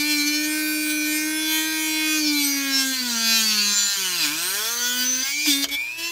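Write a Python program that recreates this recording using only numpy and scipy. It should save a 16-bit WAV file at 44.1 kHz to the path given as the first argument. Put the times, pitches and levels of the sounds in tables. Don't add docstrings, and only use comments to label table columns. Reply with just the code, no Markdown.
import sys
import numpy as np
from scipy import signal
from scipy.fft import rfft, irfft, next_fast_len
from scipy.io import wavfile
from scipy.ndimage import uniform_filter1d, map_coordinates

SR = 44100
rng = np.random.default_rng(int(sys.argv[2]) if len(sys.argv) > 2 else 0)


def gain_from_decibels(decibels):
    exponent = np.asarray(decibels, float) / 20
    return 10 ** exponent


def int16_out(signal):
    q = np.round(np.clip(np.atleast_2d(signal).T, -1, 1) * 32767)
    wavfile.write(sys.argv[1], SR, q.astype(np.int16))


N = 269495
RIPPLE_HZ = 120
KNOT_RATE_HZ, TURN_SAMPLES = 100, 2048
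STEP_HZ = 50
USUAL_SCRAPE_DB = -30

# (time [s], speed [Hz])
SHAFT_SPEED = [(0, 293.6), (.09, 300.5), (.22, 291.2), (.33, 298.9), (.57, 307.4), (1.05, 302.4),
               (1.38, 311.7), (1.7, 315.1), (2.16, 309.5), (2.46, 282.4), (2.93, 263), (3.17, 228.6),
               (3.37, 225.1), (3.63, 205.3), (3.93, 200), (4.17, 172.8), (4.28, 141.9), (4.7, 233.4),
               (4.81, 242.3), (5.199, 258), (5.39, 296.3), (5.461, 308.3), (5.525, 276.2), (5.749, 283.7),
               (5.84, 309.4), (5.972, 329.7), (6.11, 341.8)]
# (time [s], scrape level [dB], grip to the bench [dB])
HAND_PRESSURE = [(0, -31.5, -3), (.47, -32.5, -1), (1.33, -34.5, -0.5), (1.75, -33, -2), (2.2, -30, 1),
                 (2.7, -31, 2), (3.06, -29, -2.5), (3.3, -24.5, -1.5), (3.85, -22, -1.5),
                 (3.97, -27.5, -11), (4.3, -31.5, -6), (4.66, -29.5, -23), (5.0, -30, -6.5),
                 (5.22, -29, -8), (5.44, -30.5, 3), (5.6, -32, 1.5), (5.75, -29.5, -11.5),
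                 (6.11, -36, -9.5)]
# (time [s], half length [s], level [dB])
GRAIN_BITES = [(.01, 0.013, 7), (0.114, 0.02, 6), (0.195, 0.03, 7.5), (0.281, 0.012, 9.5),
               (0.354, 0.019, 6), (0.447, 0.0078, 5), (0.908, 0.01, 6), (1.14, 0.056, 3.5),
               (1.53, 0.093, 5.5), (2.1, 0.14, 3.5), (2.272, 0.014, 4), (2.452, 0.085, 4),
               (2.783, 0.042, 8.5), (3.032, 0.016, -1), (3.345, 0.056, 3), (3.518, 0.014, 3),
               (3.798, 0.029, 4.5), (4.233, 0.032, 7.5), (4.846, 0.041, 4.5), (5.013, 0.023, 4.5),
               (5.125, .06, 6), (5.51, .045, 11), (5.635, 0.006, 12), (6.053, 0.021, 4.5)]
# (time [s], length [s], loss of scrape [dB], of bench shake [dB], of wood drone [dB])
CONTACT_LIFTS = [
    (2.932, 0.076, -1.5, 6.5, 0.5),
    (3.736, 0.15, 2.2, 9, -1.7),
    (3.886, .08, 0.8, 19, -0.7),
    (4.513, 0.024, 1.5, 2, 0.1),
    (5.234, 0.077, 0, 19, 1.5),
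    (5.311, 0.16, 0.1, 17.5, 14),
    (5.65, 0.058, 25, 12, 0),
    (5.759, 0.22, 16.5, 20, -5.5),
]
# (time [s], edge level [dB])
BIT_TILT = [(0, 2.3), (1.75, 1.5), (2.6, 0), (3.2, -1), (4.3, 0), (4.66, 4), (5.3, -2), (5.55, 4.5),
            (6.11, -6)]
# (frequency [Hz], level [dB])
WOOD_RESPONSE = [(260, -41), (450, -28), (623, -1.5), (767, -9.5), (903, -9.5), (1470, -6), (1920, -4.5),
                 (2470, -0.5), (2910, 0), (4540, -3), (5120, -3), (6390, 0), (9820, -15.5), (12600, -10.5),
                 (15600, -15.5)]
# (frequency [Hz], width [Hz], level [dB])
STRIP_MODES = [(950, 240, 7.5), (1380, 730, -3), (1516, 300, 11.5), (3510, 320, 7), (3626, 290, -5.5),
               (4076, 186, 10), (4657, 300, 10), (5380, 260, 6), (5900, 320, 3.5), (6390, 140, 3.5),
               (7840, 150, 2), (7880, 230, -6), (8230, 100, 6)]
# (time [s], half length [s], frequency [Hz], level
# [dB])
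PASSING_BANDS = [(0.0, 0.72, 4340, 9), (0.783, .04, 5540, 12), (0.928, 0.33, 1570, 4.5), (.98, 1, 578, -8),
                    (1.142, 0.095, 8230, 9.5), (1.386, 0.11, 11040, 16), (1.65, 0.84, 2026, 15.5),
                    (5.127, 0.068, 1500, 9), (2.263, .05, 4400, 13), (2.265, 0.034, 5380, 11),
                    (2.423, 0.084, 4220, 12), (2.471, .071, 5900, 10.5), (2.49, 0.057, 9600, 9),
                    (2.496, .077, 12200, 12), (2.771, 0.14, 1570, 5), (3.493, 0.23, 4500, 10.5),
                    (3.644, .12, 2600, 9.5), (3.735, 0.13, 1240, 15), (3.834, .14, 7190, 21),
                    (3.857, 0.38, 589.6, -5), (4.72, 0.11, 4500, 6), (2.764, 0.045, 5380, 13),
                    (4.797, .11, 6200, 13), (4.908, 0.093, 3157, 14), (4.94, 0.064, 1400, 9),
                    (5.15, .25, 15180, 18), (5.388, 0.085, 3570, -20), (5.606, 0.32, 3560, 17),
                    (6.12, .19, 2890, 13), (6.12, .22, 12190, 8),
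                    (.85, 0.36, 890, -13), (.7, .25, 1530, 8), (0.92, 0.17, 1950, -19.5), (1.45, 0.17, 500, 0),
                 (1.62, 0.22, 1630, 10.5), (1.835, 0.23, 2340, 4), (1.5, 0.34, 3120, -2),
                 (1.43, 0.061, 3200, -2), (3.8, 0.15, 3006, -3), (0.22, 0.11, 4300, 4.5),
                 (3.7, 0.45, 4250, 3.5), (1.7, 0.18, 4180, -8.5), (2.126, 0.067, 784, -25),
                 (2.13, 0.083, 1220, 12), (2.33, 0.11, 1960, -31), (2.6, 0.12, 820, 3.5),
                 (2.88, 0.037, 1000, -19), (3.8, 0.45, 510, -8), (3.2, 0.15, 1520, 12.5),
                 (3.17, 0.13, 1700, -11), (4.817, 0.093, 1270, 16.5), (4.65, 0.12, 1300, 6.5),
                 (5.5, 0.026, 960, -7), (2.03, 0.48, 1740, 4), (3.52, .08, 540, -21), (6.02, 0.24, 1370, -19),
                 (4.8, 0.045, 5200, -18), (5.15, 0.1, 6100, 21), (5.6, 0.082, 5200, -20)]
# (order [1], width [orders], level [dB])
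FAVOURED_ORDERS = [
    (5.1, 0.4, -3),
    (16.6, 0.55, 1),
    (30.3, 0.93, 2.5),
    (44.2, 5.7, -0.5),
]
# (order [1], width [orders], level [dB], at speed [Hz], within [Hz])
LOADED_BARS = [
    (16, .5, 12, 158, 26),
    (48, 2, 11, 172, 26),
]
# (frequency [Hz], density [dB/Hz])
CHIP_SPECTRUM = [(180, -25), (300, -9), (757, -19.5), (1540, -2), (2010, -8), (2210, -4), (3760, -0.5),
                 (4430, 0.5), (10100, -4.5), (13900, -7.5), (15600, -4.5)]
# (speed [Hz], level [dB])
BENCH_RESPONSE = [(145, -45), (170, -41.5), (205, -35.5), (250, -29.5), (275, -32), (294, -25), (314, -29),
                  (340, -34.5)]
# (frequency [Hz], level [dB])
SECOND_RESPONSE = [(300, -36.5), (335, -49.5), (400, -49.5), (465, -52.5), (550, -48.5), (582, -62.5),
                   (602, -47), (680, -59.5)]
# (frequency [Hz], width [Hz], level [dB])
CASE_MODES = [
    (2380, 320, 2.5),
    (4930, 2300, -7),
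    (7350, 1200, -9.5),
]
# (frequency [Hz], half width [Hz], level [dB])
CASE_DEAD_SPOT = (2500, 31, -10)
# (order [1], ripple sideband [1], level [dB])
SLOT_TONES = [
    (8, 0, 0),
    (8, -1, -2.5),
    (8, 1, -14),
    (16, 0, -6),
    (16, -1, -8),
    (18, 0, -8),
    (24, -1, -6),
    (24, 0, -8),
]
# (time [s], half length [s], level [dB])
CASE_MUFFLES = [
    (0.622, 0.2, -4.5),
    (1.337, 0.11, -12),
    (1.744, 0.17, -3.5),
    (2.083, 0.11, -13),
    (2.858, 0.13, -14),
    (5.146, .08, -11),
    (5.607, 0.035, -3.5),
    (5.665, .015, -17),
]
# (frequency [Hz], density [dB/Hz])
SHOP_SPECTRUM = [(13, -63), (22, -45), (32, -29), (41, -34), (65, 13), (97, 2), (125, -2), (152, -40),
                 (240, -28), (310, -36), (530, -120)]
# (time [s], level [dB], rise [s])
BENCH_NUDGE = (5.67, -54, 0.053)
# (time [s], peak [dB], thud relative to it [dB], length [s])
BIT_JUMPS = [
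    (5.458, -12.5, -25, 0.012),
    (5.641, -5.5, -19, 0.0056),
    (5.685, -22, -59, 0.018),
]


def unit(x):
    return x / np.sqrt(np.mean(np.abs(x) ** 2) + 1e-20)


def bell(v, mid, width):
    return np.exp(-.5 * ((v - mid) / width) ** 2)


def along(points, hz):
    f, v = np.transpose(points)
    return np.interp(np.log(hz + 1), np.log(f + 1), v)


def curves(rows, t):
    s, *cols = np.transpose(rows)
    return [np.interp(t, s, c) for c in cols]


def drift(rows, t, rate_hz):
    row, at = np.meshgrid(np.arange(rows), t * rate_hz, indexing="ij")
    return map_coordinates(rng.standard_normal((rows, 400)), [row, at], mode="nearest")


def filtered(x, response):
    m = next_fast_len(N + SR // 2)
    return irfft(rfft(x, m) * response(np.fft.rfftfreq(m, 1 / SR)), m)[..., :N]


def noise(spectrum):
    return unit(filtered(rng.standard_normal(N), lambda hz: gain_from_decibels(along(spectrum, hz))))


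def knot_times():
    return np.arange(int(N / SR * KNOT_RATE_HZ) + 2) / KNOT_RATE_HZ


def shaft_speed(t):
    return curves(SHAFT_SPEED, t)[0]


def contact_losses(t):
    edge_s = 0.0064
    step = lambda s: .5 + .5 * np.tanh((t - s) / edge_s)
    return sum(np.outer(loss_db, step(s) - step(s + length)) for s, length, *loss_db in CONTACT_LIFTS)


def cut_levels(t):
    press_db = curves(HAND_PRESSURE, t)[0]
    press_db = press_db + sum(db * bell(t, s, length) for s, length, db in GRAIN_BITES)
    scrape_loss_db, _, drone_loss_db = contact_losses(t)
    level_db = press_db - scrape_loss_db
    extra_db = press_db - USUAL_SCRAPE_DB
    low_db = -3 - 0.78 * extra_db - drone_loss_db
    high_db = -0.5 - 0.59 * extra_db - 0.53 * drone_loss_db + curves(BIT_TILT, t)[0]
    slowed_hz = 300 - shaft_speed(t)
    fibre_db = -6 - 0.38 * (level_db - USUAL_SCRAPE_DB) + .02 * slowed_hz
    return level_db, low_db, high_db, fibre_db


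def tone_shelves(hz, low_db, high_db):
    return low_db / (1 + (hz / 2300) ** 6) + high_db / (1 + (8000 / hz) ** 12)


def strip_colour(patchy_db):
    t, hz = knot_times(), np.arange(SR // 2 // STEP_HZ + 1) * STEP_HZ
    steady = sum(db * bell(hz, mid, width / 2) for mid, width, db in STRIP_MODES)
    passing = sum(db * np.outer(bell(hz, mid, 150 + 0.004 * mid), bell(t, s, length))
                  for s, length, mid, db in PASSING_BANDS)
    patches = drift(len(hz), t, 2.88) + 2.6 * drift(len(hz), t, 11)
    patches = unit(uniform_filter1d(patches, size=6, axis=0))
    patches = patches * np.clip(hz / 5000, .15, 1)[:, None]
    return steady[:, None] + passing + patchy_db * patches


def scrape(turns, colour_db, wander_db, slip, buzz):
    t, now = knot_times(), np.arange(N) / SR
    level_db, low_db, high_db, _ = cut_levels(t)
    order = np.arange(3, 112)[:, None]
    hz = order * shaft_speed(t)
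    count = len(order)
    held_at = [hz / STEP_HZ, 0 * hz + np.arange(len(t))]
    held_db = map_coordinates(colour_db, held_at, order=1, mode="nearest")
    order_db = sum(db * bell(order, mid, width) for mid, width, db in FAVOURED_ORDERS)
    order_db = order_db + sum(db * bell(order, mid, width) * bell(hz / order, at, span)
                              for mid, width, db, at, span in LOADED_BARS)
    wander = np.clip(hz / 4000, .2, 1) * drift(count, t, 6)
    gain = gain_from_decibels(along(WOOD_RESPONSE, hz) + held_db + order_db + wander_db * wander) * (hz < 17000)
    angle = 1.19 * rng.standard_normal((count, 1)) + slip * np.sqrt(hz / 4000) * drift(count, t, 7)
    middle = np.sqrt(np.sum(gain ** 2 * (hz > 3000) * (hz < 8000), axis=0) / 2)
    gain *= gain_from_decibels(level_db + tone_shelves(hz, low_db + 5.5, high_db + 8.5)) / middle
    lines = np.zeros((TURN_SAMPLES // 2 + 1, len(t)), complex)
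    lines[order[:, 0]] = gain * np.exp(1j * angle) * TURN_SAMPLES / 2
    shapes = irfft(lines, TURN_SAMPLES, axis=0)
    shapes = np.vstack([shapes, shapes[:1]])
    mains = np.pi * RIPPLE_HZ * now
    ripple = 1 + buzz * np.cos(2 * mains) + 0.011 * np.cos(mains)
    return ripple * map_coordinates(shapes, [turns % 1 * TURN_SAMPLES, now * KNOT_RATE_HZ], order=1)


def chip_hiss(turns, colour_db, gate, share):
    t, hz = knot_times(), np.arange(len(colour_db))[:, None] * STEP_HZ + 1
    level_db, low_db, high_db, fibre_db = cut_levels(t)
    gain_db = level_db + fibre_db + tone_shelves(hz, low_db + 3, high_db - 1.5)
    gain_db = gain_db + share * colour_db
    burst = unit(np.exp(gate * np.cos(2 * np.pi * turns)) * noise(CHIP_SPECTRUM))
    z = signal.stft(burst, nperseg=SR // STEP_HZ)[2]
    return signal.istft(z * gain_from_decibels(gain_db[:, :z.shape[1]]), nperseg=SR // STEP_HZ)[1][:N]


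def motor(turns, speed):
    now = np.arange(N) / SR
    loose_db = np.interp(now, now[::32], contact_losses(now[::32])[1])
    grip_db = curves(HAND_PRESSURE, now)[1]
    shake_db = along(BENCH_RESPONSE, speed) + grip_db - loose_db
    second_db = along(SECOND_RESPONSE, 2 * speed) - 0.86 * loose_db - 0.36 * grip_db
    whine_db = -37 + 0.083 * loose_db
    whine_db = whine_db + sum(db * bell(now, s, length) for s, length, db in CASE_MUFFLES)
    flutter = drift(3, now[::64], 30).repeat(64, axis=1)[:, :N]
    flutter = uniform_filter1d(flutter, 64, axis=1)
    out = np.sqrt(2) * gain_from_decibels(shake_db + .5 * flutter[0]) * np.sin(2 * np.pi * turns)
    out += np.sqrt(2) * gain_from_decibels(second_db + 1.3 * flutter[1]) * np.sin(4 * np.pi * turns)
    case = lambda f: sum(gain_from_decibels(db) / np.hypot(1, 2 * (f - c) / w) for c, w, db in CASE_MODES)
    dead_hz, dead_width_hz, dead_db = CASE_DEAD_SPOT
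    for order, side, db in SLOT_TONES:
        hz = order * speed + side * RIPPLE_HZ
        ring = case(hz) ** 2.06 * gain_from_decibels(dead_db * bell(hz, dead_hz, dead_width_hz))
        angle = 2 * np.pi * (order * turns + side * RIPPLE_HZ * now + rng.random())
        out += np.sqrt(2) * gain_from_decibels(whine_db + db + 0.46 * flutter[2]) * ring * np.sin(angle)
    return out


def shop():
    now = np.arange(N) / SR
    hum = gain_from_decibels(-62.5) * np.sin(2 * np.pi * RIPPLE_HZ * now)
    hiss = gain_from_decibels(-53.5) * noise([(150, 0), (400, 2.5), (750, -4), (3000, 0), (15000, -11)])
    start_s, nudge_db, rise_s = BENCH_NUDGE
    u = np.clip(now - start_s, 0, None) / rise_s
    nudge = gain_from_decibels(nudge_db) * u * np.exp(1 - u) * noise([(15, -30), (40, 2), (70, -6), (130, -40)])
    return gain_from_decibels(-68) * noise(SHOP_SPECTRUM) + hum + hiss + nudge


def jumps():
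    out, t = np.zeros(N + SR), np.arange(SR // 4) / SR
    crack = noise(WOOD_RESPONSE)
    thud = noise([(20, -21), (120, 0), (400, 10), (1200, -13)])
    for s, db, thud_db, length in BIT_JUMPS:
        at, u = round(s * SR), t / length
        before = slice(at - len(t), at)
        hit = gain_from_decibels(db - 10.5) * crack[before] * 4 * u * np.exp(1 - 4 * u)
        hit += gain_from_decibels(db + thud_db - 20.0) * thud[before] * u / 3 * np.exp(1 - u / 3)
        out[at:at + len(t)] += hit
    return out[:N]


def room(x, t60_s, wet_db, dull_hz):
    t = np.arange(SR // 4) / SR
    tail = rng.standard_normal(len(t)) * gain_from_decibels(-60 * t / t60_s) * (t > .004)
    wet = signal.fftconvolve(x, tail / np.linalg.norm(tail))[:N]
    return x + gain_from_decibels(wet_db) * filtered(wet, lambda hz: 1 / np.hypot(1, hz / dull_hz))


def scene():
    speed = uniform_filter1d(shaft_speed(np.arange(N) / SR), size=SR // 22)
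    turns = np.cumsum(speed) / SR
    colour_db = strip_colour(patchy_db=3.5)
    cut = scrape(turns, colour_db, wander_db=2.0, slip=0.32, buzz=0.037)
    cut = cut + chip_hiss(turns, colour_db, gate=1.0, share=0.3)
    mono = room(cut + jumps(), t60_s=0.066, wet_db=-1, dull_hz=4400) + motor(turns, speed) + shop()
    return np.array([mono, mono])


def top_cut(x):
    return signal.sosfilt(signal.butter(12, 15700, fs=SR, output="sos"), x)


def record(dry):
    band = lambda hz: (hz < 15720) / np.hypot(1, (38 / (hz + 1)) ** 3)
    return top_cut(filtered(dry, band))


dry = scene()
out = record(dry)
int16_out(out)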